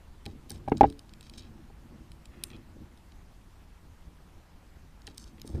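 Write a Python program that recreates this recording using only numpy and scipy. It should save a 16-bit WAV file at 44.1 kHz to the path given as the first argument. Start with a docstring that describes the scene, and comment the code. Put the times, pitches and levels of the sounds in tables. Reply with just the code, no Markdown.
"""In a quiet room, a hand works a folding hex key at a small screw on a plastic cap, beside a camera.
Brief contacts excite the steel's normal modes as ticks; stick-slip friction drives them as scrapes.
Knocks of the hand ring the hollow camera housing and crack against its shell.
Handling forces the table's low modes into a rumble, over a steady room tone."""
import sys
import numpy as np
from scipy import signal
from scipy.io import wavfile
from scipy.ndimage import uniform_filter1d

SR = 44100
rng = np.random.default_rng(int(sys.argv[2]) if len(sys.argv) > 2 else 0)


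def int16_out(signal):
    """Quantize to a 16-bit WAV file."""
    q = np.round(np.clip(np.atleast_2d(signal).T, -1, 1) * 32767)
    wavfile.write(sys.argv[1], SR, q.astype(np.int16))


N = 246959

# normal modes of the steel key: f/Hz, nominal bandwidth/Hz, relative level/dB
STEEL_MODES = [(1300, 450, -5), (1900, 450, -5), (2550, 350, -3), (3200, 350, -2), (3850, 350, 0),
               (4600, 380, -1), (5200, 330, -1), (6200, 550, -4), (7500, 550, -5), (8600, 380, -1),
               (9800, 550, -5), (10600, 450, -5), (11600, 650, -4), (12900, 750, -3), (14300, 950, -5)]


def gain_of(db):
    return 10 ** (np.asarray(db) / 20)


def unit_rms(x):
    return x / np.sqrt(np.mean(x ** 2) + 1e-20)


def resonate(x, hz, width):
    """Resonance: two like damped oscillators in cascade, each of about unit gain at its peak."""
    r = np.exp(-np.pi * width / SR)
    for _ in range(2):
        x = 2 * signal.lfilter([1 - r], [1, -r * np.exp(2j * np.pi * hz / SR)], x).real
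    return x


def coupling(hz, centre_hz, octaves):
    """Selective excitation: a mode's weight falls in a bell curve about the pitch driven hardest."""
    return np.exp(-.5 * (np.log2(hz / centre_hz) / octaves) ** 2)


def room_tone():
    """Ambient noise: a steady random spectrum with faint drifting patches."""
    # background spectrum: f/Hz, relative spectral level/dB
    spectrum = [(12, -28.5), (20, 8.5), (74, -4), (98, -13), (158, -16.5), (177, -9), (204, -20),
                (241, -16), (527, -26), (849, -24), (2460, -33.5), (14700, -46.5), (16000, -76)]
    frames, hz = N // 256 + 5, np.fft.rfftfreq(1024, 1 / SR)
    real, imag, patches = rng.standard_normal((frames, 513, 3)).T
    patches = unit_rms(uniform_filter1d(uniform_filter1d(patches, size=20, axis=0), size=8, axis=1))
    f, db = np.transpose(spectrum)
    colour_db = np.interp(np.log(hz + 1), np.log(f + 1), db)[:, None]
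    bins = (real + 1j * imag) * gain_of(colour_db + 1.3 * patches)
    return gain_of(-52) * unit_rms(signal.istft(bins, nperseg=1024, noverlap=768)[1][:N])


def table_rumble():
    """Forced vibration: lumpy pushes drive the table's modes; bustle and jolts add in power."""
    # slow bustle of the hands: t/s, level/dB
    handling = [(0, -71), (.45, -60.5), (.62, -50.5), (1.05, -62.5), (1.5, -54), (1.7, -61.5), (1.85, -55),
                (2.25, -68), (2.36, -57.5), (2.9, -62.5), (3.1, -77), (4.9, -77.5), (5.1, -62),
                (5.4, -58.5), (5.6, -45)]
    # jolts of the table: t/s, level/dB, deep modes re upper modes/dB, T60/s
    jolts = [(0.256, -42, 0, 0.35), (0.502, -49, 7, 0.78), (.672, -45, 7, 0.78), (.728, -34.5, -5, 0.24),
             (.845, -31, 2.5, 0.2), (1.913, -48.5, 2, 1), (2.508, -45.5, 2, 0.58), (2.758, -48, -6, 0.46),
             (5.446, -46, 0.5, 0.35), (5.538, -41, 11.5, 0.43), (5.575, -41, -5, .4)]
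    # modes of the table, the two deep ones first: f/Hz, nominal bandwidth/Hz, relative level/dB
    table_modes = [(73, 78, 4), (131, 24, 4), (213, 70, 3), (311, 52, 0.5), (430, 120, -17.5)]
    rise_s, bustle_deep_db = .006, 2.5
    t = np.arange(N) / SR
    bustle = gain_of(np.interp(t, *np.transpose(handling)))
    power = np.array([bustle, gain_of(bustle_deep_db) * bustle]) ** 2
    for s, db, deep_db, t60 in jolts:
        age = np.maximum(t - s, 0)
        decay = gain_of(np.array([[db], [db + deep_db]]) - 60 * age / t60)
        power += (np.minimum(age / rise_s, 1) * decay) ** 2
    upper_gain, deep_gain = np.sqrt(power)
    force = rng.standard_normal(N)
    force *= gain_of(3.5 * unit_rms(uniform_filter1d(rng.standard_normal(N), size=500)))  # lumps
    wood = [gain_of(db) * resonate(force, hz, 1.06 * width) for hz, width, db in table_modes]
    return upper_gain * unit_rms(sum(wood[2:])) + deep_gain * unit_rms(sum(wood[:2]))


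def steel_ticks():
    """Impact excitation: a short gritty contact rings the steel modes around a low and a treble pitch."""
    # contacts: t/s, relative level/dB, low f/Hz, treble re low/dB, treble f/Hz, contact time scale/ms
    contacts = [(.2554, -38, 3480, -11, 8900, 0.39), (0.2617, -30, 3030, -13, 7600, 1.03),
                (.496, -40.5, 4340, 1, 12600, 1.4), (0.5037, -31, 5940, -0.5, 8440, 1.6),
                (0.5162, -39, 5740, 2.5, 8400, 1.7), (0.546, -50, 3980, -2, 8800, .8),
                (0.5585, -46.5, 3150, -22, 10100, 1.1), (.6819, -44, 3150, -7.5, 8500, 2.8),
                (.696, -47.5, 5500, -8, 9500, 1.4), (.7711, -35.5, 4500, -22, 9050, 0.61),
                (0.7787, -47, 3660, 3.5, 7800, 1.2), (0.809, -25.5, 2150, -24, 8450, 0.69),
                (0.875, -54, 3150, -3, 8450, 1), (0.899, -40.5, 3630, -4.5, 8450, 1.75),
                (.925, -45.5, 2750, -8, 9100, 0.73), (.9916, -38.5, 4140, -6.5, 8750, 1.5),
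                (1.0932, -47, 3700, -11.5, 9100, 0.76), (1.1362, -41.5, 3280, -7, 7400, 1),
                (1.2087, -42, 2960, -2, 8000, 1.1), (1.2282, -45.5, 3670, -7, 8800, 0.69),
                (1.267, -47.5, 3590, -13, 8800, 1.6), (1.296, -38.5, 3600, -7.5, 8450, 1.8),
                (1.3368, -42.5, 3190, -14, 8300, 1.1), (1.3777, -39, 3240, -5, 8470, 4.1),
                (1.3928, -43, 4360, -26.5, 8550, 3.5), (1.422, -47, 3810, -29, 8140, 0.65),
                (2.117, -43.5, 3060, -5.5, 9400, 1.55), (2.2548, -43, 2800, -3, 7500, 2.1),
                (2.4364, -23.5, 4120, 1.5, 9800, 2), (2.501, -42, 2670, -20, 8800, 3),
                (2.5145, -46, 2780, -17, 8800, 1.1), (2.562, -48.5, 3100, -11, 8800, 3.9),
                (2.974, -52, 3170, -7, 8800, 1.42), (3.1188, -48.5, 3200, -20, 8800, 2.5),
                (5.018, -49, 5200, -15.5, 8300, 1.1), (5.0682, -34, 4740, -9, 9000, 1.9),
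                (5.0742, -33.5, 2400, -14, 9000, 2.4), (5.1454, -54, 5880, -2.5, 8500, 1),
                (5.1744, -46, 5810, -4, 9670, 1.23), (5.1794, -32.5, 5100, -1, 8330, 0.65),
                (5.241, -44.5, 4880, -13.5, 8400, 1.2), (5.2769, -52, 4550, -11.5, 8900, 1.16),
                (5.382, -48.5, 1900, -20.5, 8800, 0.99), (5.3968, -47.5, 2700, -7.5, 11570, 2.5),
                (5.4163, -34.5, 4690, -8.5, 11500, 0.9), (5.474, -40, 4860, 0, 8860, 2.7),
                (5.491, -50, 5140, -9, 8200, 1.3), (5.546, -55, 5030, -2, 8200, 0.84)]
    low_octaves, treble_octaves, skirt_db = .54, .13, -16.5
    out, t = np.zeros(N), np.arange(1500) / SR
    grit = rng.standard_normal((len(contacts), len(t)))
    tunings = 1 + .04 * rng.uniform(-1, 1, (len(contacts), len(STEEL_MODES)))  # each tick sounds a different key of the set, its modes slightly shifted
    for (s, db, low_hz, treble_db, treble_hz, ms), noise, tuning in zip(contacts, grit, tunings):
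        u = t * 1000 / ms
        force = noise * u ** 2 * np.exp(-3 * u)
        force *= 1 + .67 * np.exp(-((u - .8) / .15) ** 2)  # the hardest instant of the strike
        force += np.linalg.norm(force) / 300 * noise[::-1] * np.exp(-t / .01)  # faint room response
        modes = [(hz, gain_of(mode_db) * np.sqrt(w) * unit_rms(resonate(force, hz * shift, 1.8 * w)))
                 for (hz, w, mode_db), shift in zip(STEEL_MODES, tuning)]
        low = sum(coupling(hz, low_hz, low_octaves) * mode for hz, mode in modes[:8])
        treble = sum((coupling(hz, treble_hz, treble_octaves) + gain_of(skirt_db)) * mode
                     for hz, mode in modes[8:])
        tick = low / np.linalg.norm(low) + gain_of(treble_db) * treble / np.linalg.norm(treble)
        add(out, s, gain_of(db + 12.5) * tick)
    return out


def steel_scrapes():
    """Stick-slip friction: tiny uneven slips drive the steel modes, fading as the hand slows."""
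    # strokes: t/s, duration/s, level before fading/dB, centre f/Hz, spread/octaves
    strokes = [(0.257, .1, -65.5, 2500, 1.3), (0.486, 0.11, -59, 5930, 1.6), (0.765, 0.029, -57, 4470, .74),
               (0.788, 0.15, -62, 3900, 0.56), (1.225, 0.079, -62, 4180, 0.9),
               (1.326, 0.059, -59.5, 4000, .72), (1.374, 0.045, -52, 4730, .68),
               (1.399, 0.1, -62.5, 2865, .57), (2.291, 0.38, -63.5, 1820, .53),
               (2.439, 0.091, -62.5, 9700, 0.48), (2.528, 0.046, -57.5, 2880, 0.26),
               (5.062, 0.072, -60, 3030, 1.1), (5.184, 0.074, -56.5, 6670, .55),
               (5.253, .066, -64, 6060, .7), (5.449, 0.09, -62.5, 8500, 0.77),
               (5.507, 0.23, -67, 5600, 0.88)]
    slips_per_s, rolloff_hz, fade_db = 2600, 10500, -3.5
    slips = gain_of(3.6 * np.minimum(rng.exponential(1, N), 5))
    slips *= (rng.random(N) < slips_per_s / SR) * rng.choice([-1, 1], N)
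    modes = [(hz, gain_of(db) / (1 + (hz / rolloff_hz) ** 4) * resonate(slips, hz, 1.43 * width))
             for hz, width, db in STEEL_MODES]
    out = np.zeros(N)
    for s, duration, db, centre_hz, octaves in strokes:
        start = round(s * SR)
        u = np.linspace(0, 1, round(duration * SR))[:N - start]
        rub = sum(coupling(hz, centre_hz, octaves) * mode[start:][:len(u)] for hz, mode in modes)
        envelope = np.minimum(u / .12, 1) * np.minimum((1 - u) / .4, 1)
        add(out, s, gain_of(db + fade_db * u) * envelope * unit_rms(rub))
    return out


def housing_knocks():
    """Damped free vibration: a soft push rings the hollow housing, its rough edge sounds the shell."""
    # knocks: t/s, relative level/dB, thump gain/dB, crack gain/dB, damping factor of the grip
    knocks = [(0.2633, -47, 6, -9, 0.29), (.508, -48.5, 4, 2.5, 0.49), (.6775, -25.5, -13, -17, 0.54),
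              (.684, -14.5, -11, -34, 5.4), (.7182, -14.5, -47, -16.5, 1.9), (.7203, -18.5, 11, -32, 2.8),
              (0.727, -35, 1.5, -20, 0.96), (0.8093, -1, -8.5, -24, 0.74), (0.8313, -11.5, 5.5, -15, 5.3),
              (0.8347, -17.5, -3.5, -19, 0.46), (0.8406, -6, -10.5, -29.5, 0.84),
              (0.846, -10.5, -14, -29, 2.2), (.850, -28, 2.5, -10.5, 1.6), (.857, -48.5, 15.5, -5, 2.5),
              (1.70, -49.5, 0, -24.5, 0.74), (2.513, -56, 7, -30, 1.5), (5.079, -48.5, 5, -3.5, 0.69),
              (5.448, -51, 15, -21.5, 1.5), (5.5496, -45.5, 16, -6, 1.9)]
    # five thump modes, then two cavity modes: f/Hz, relative level/dB, T60 at unit damping/s
    housing_modes = [(62.28, -12.5, 0.092), (170, -22.5, .06), (284, -9.5, 0.15), (405, -2, .04),
                     (435.1, -14, 0.15), (660, -4, 0.02), (801.4, 1, 0.045)]
    # shell resonances: f/Hz, nominal bandwidth/Hz, relative level/dB
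    shell_modes = [(1272, 83, -4.5), (1612, 290, 2.5), (1940, 330, -3), (2180, 259.4, -2.5),
                   (2700, 320, -9), (3360, 440, -19)]
    out, t = np.zeros(N), np.arange(8000) / SR
    push = np.hanning(round(.0011 * SR))
    grit = rng.standard_normal((len(knocks), len(t))) * t * np.exp(-t / .00202)
    for (s, db, thump_db, crack_db, damping), noise in zip(knocks, grit):
        modes = [gain_of(mode_db - 60 * damping * t / t60) * np.sin(2 * np.pi * hz * t)
                 for hz, mode_db, t60 in housing_modes]
        swell = 1.8 * (1 - np.exp(-t / .00099))  # the air inside takes a cycle or two to build up
        swell *= np.exp(-(damping * t / .011) ** 2)  # the closing hand then smothers it
        hollow = swell * sum(modes[5:]) + gain_of(thump_db) * sum(modes[:5])
        body = np.convolve(hollow, push / push.sum())[:len(t)]
        crack = sum(gain_of(mode_db) * resonate(noise, hz, width) for hz, width, mode_db in shell_modes)
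        knock = body + gain_of(crack_db) * crack / abs(crack).max()
        add(out, s - .0004, gain_of(db) * knock)
    # the microphone's low cut thins the knocks' deepest bass
    return signal.lfilter(*signal.butter(2, 45, "high", fs=SR), out)


def add(mix, s, sound):
    part = mix[round(s * SR):][:len(sound)]
    part += sound[:len(part)]


def scene():
    """Superposition: the sources sum in one channel."""
    return (room_tone() + steel_ticks() + housing_knocks() + table_rumble() + steel_scrapes())[None]


def record(dry):
    """Band limiting: a linear-phase low-pass removes the highest treble."""
    cutoff_hz = 15400
    return signal.oaconvolve(dry, signal.firwin(511, cutoff_hz, window=("kaiser", 9), fs=SR)[None], "same")


dry = scene()
out = record(dry)
int16_out(out)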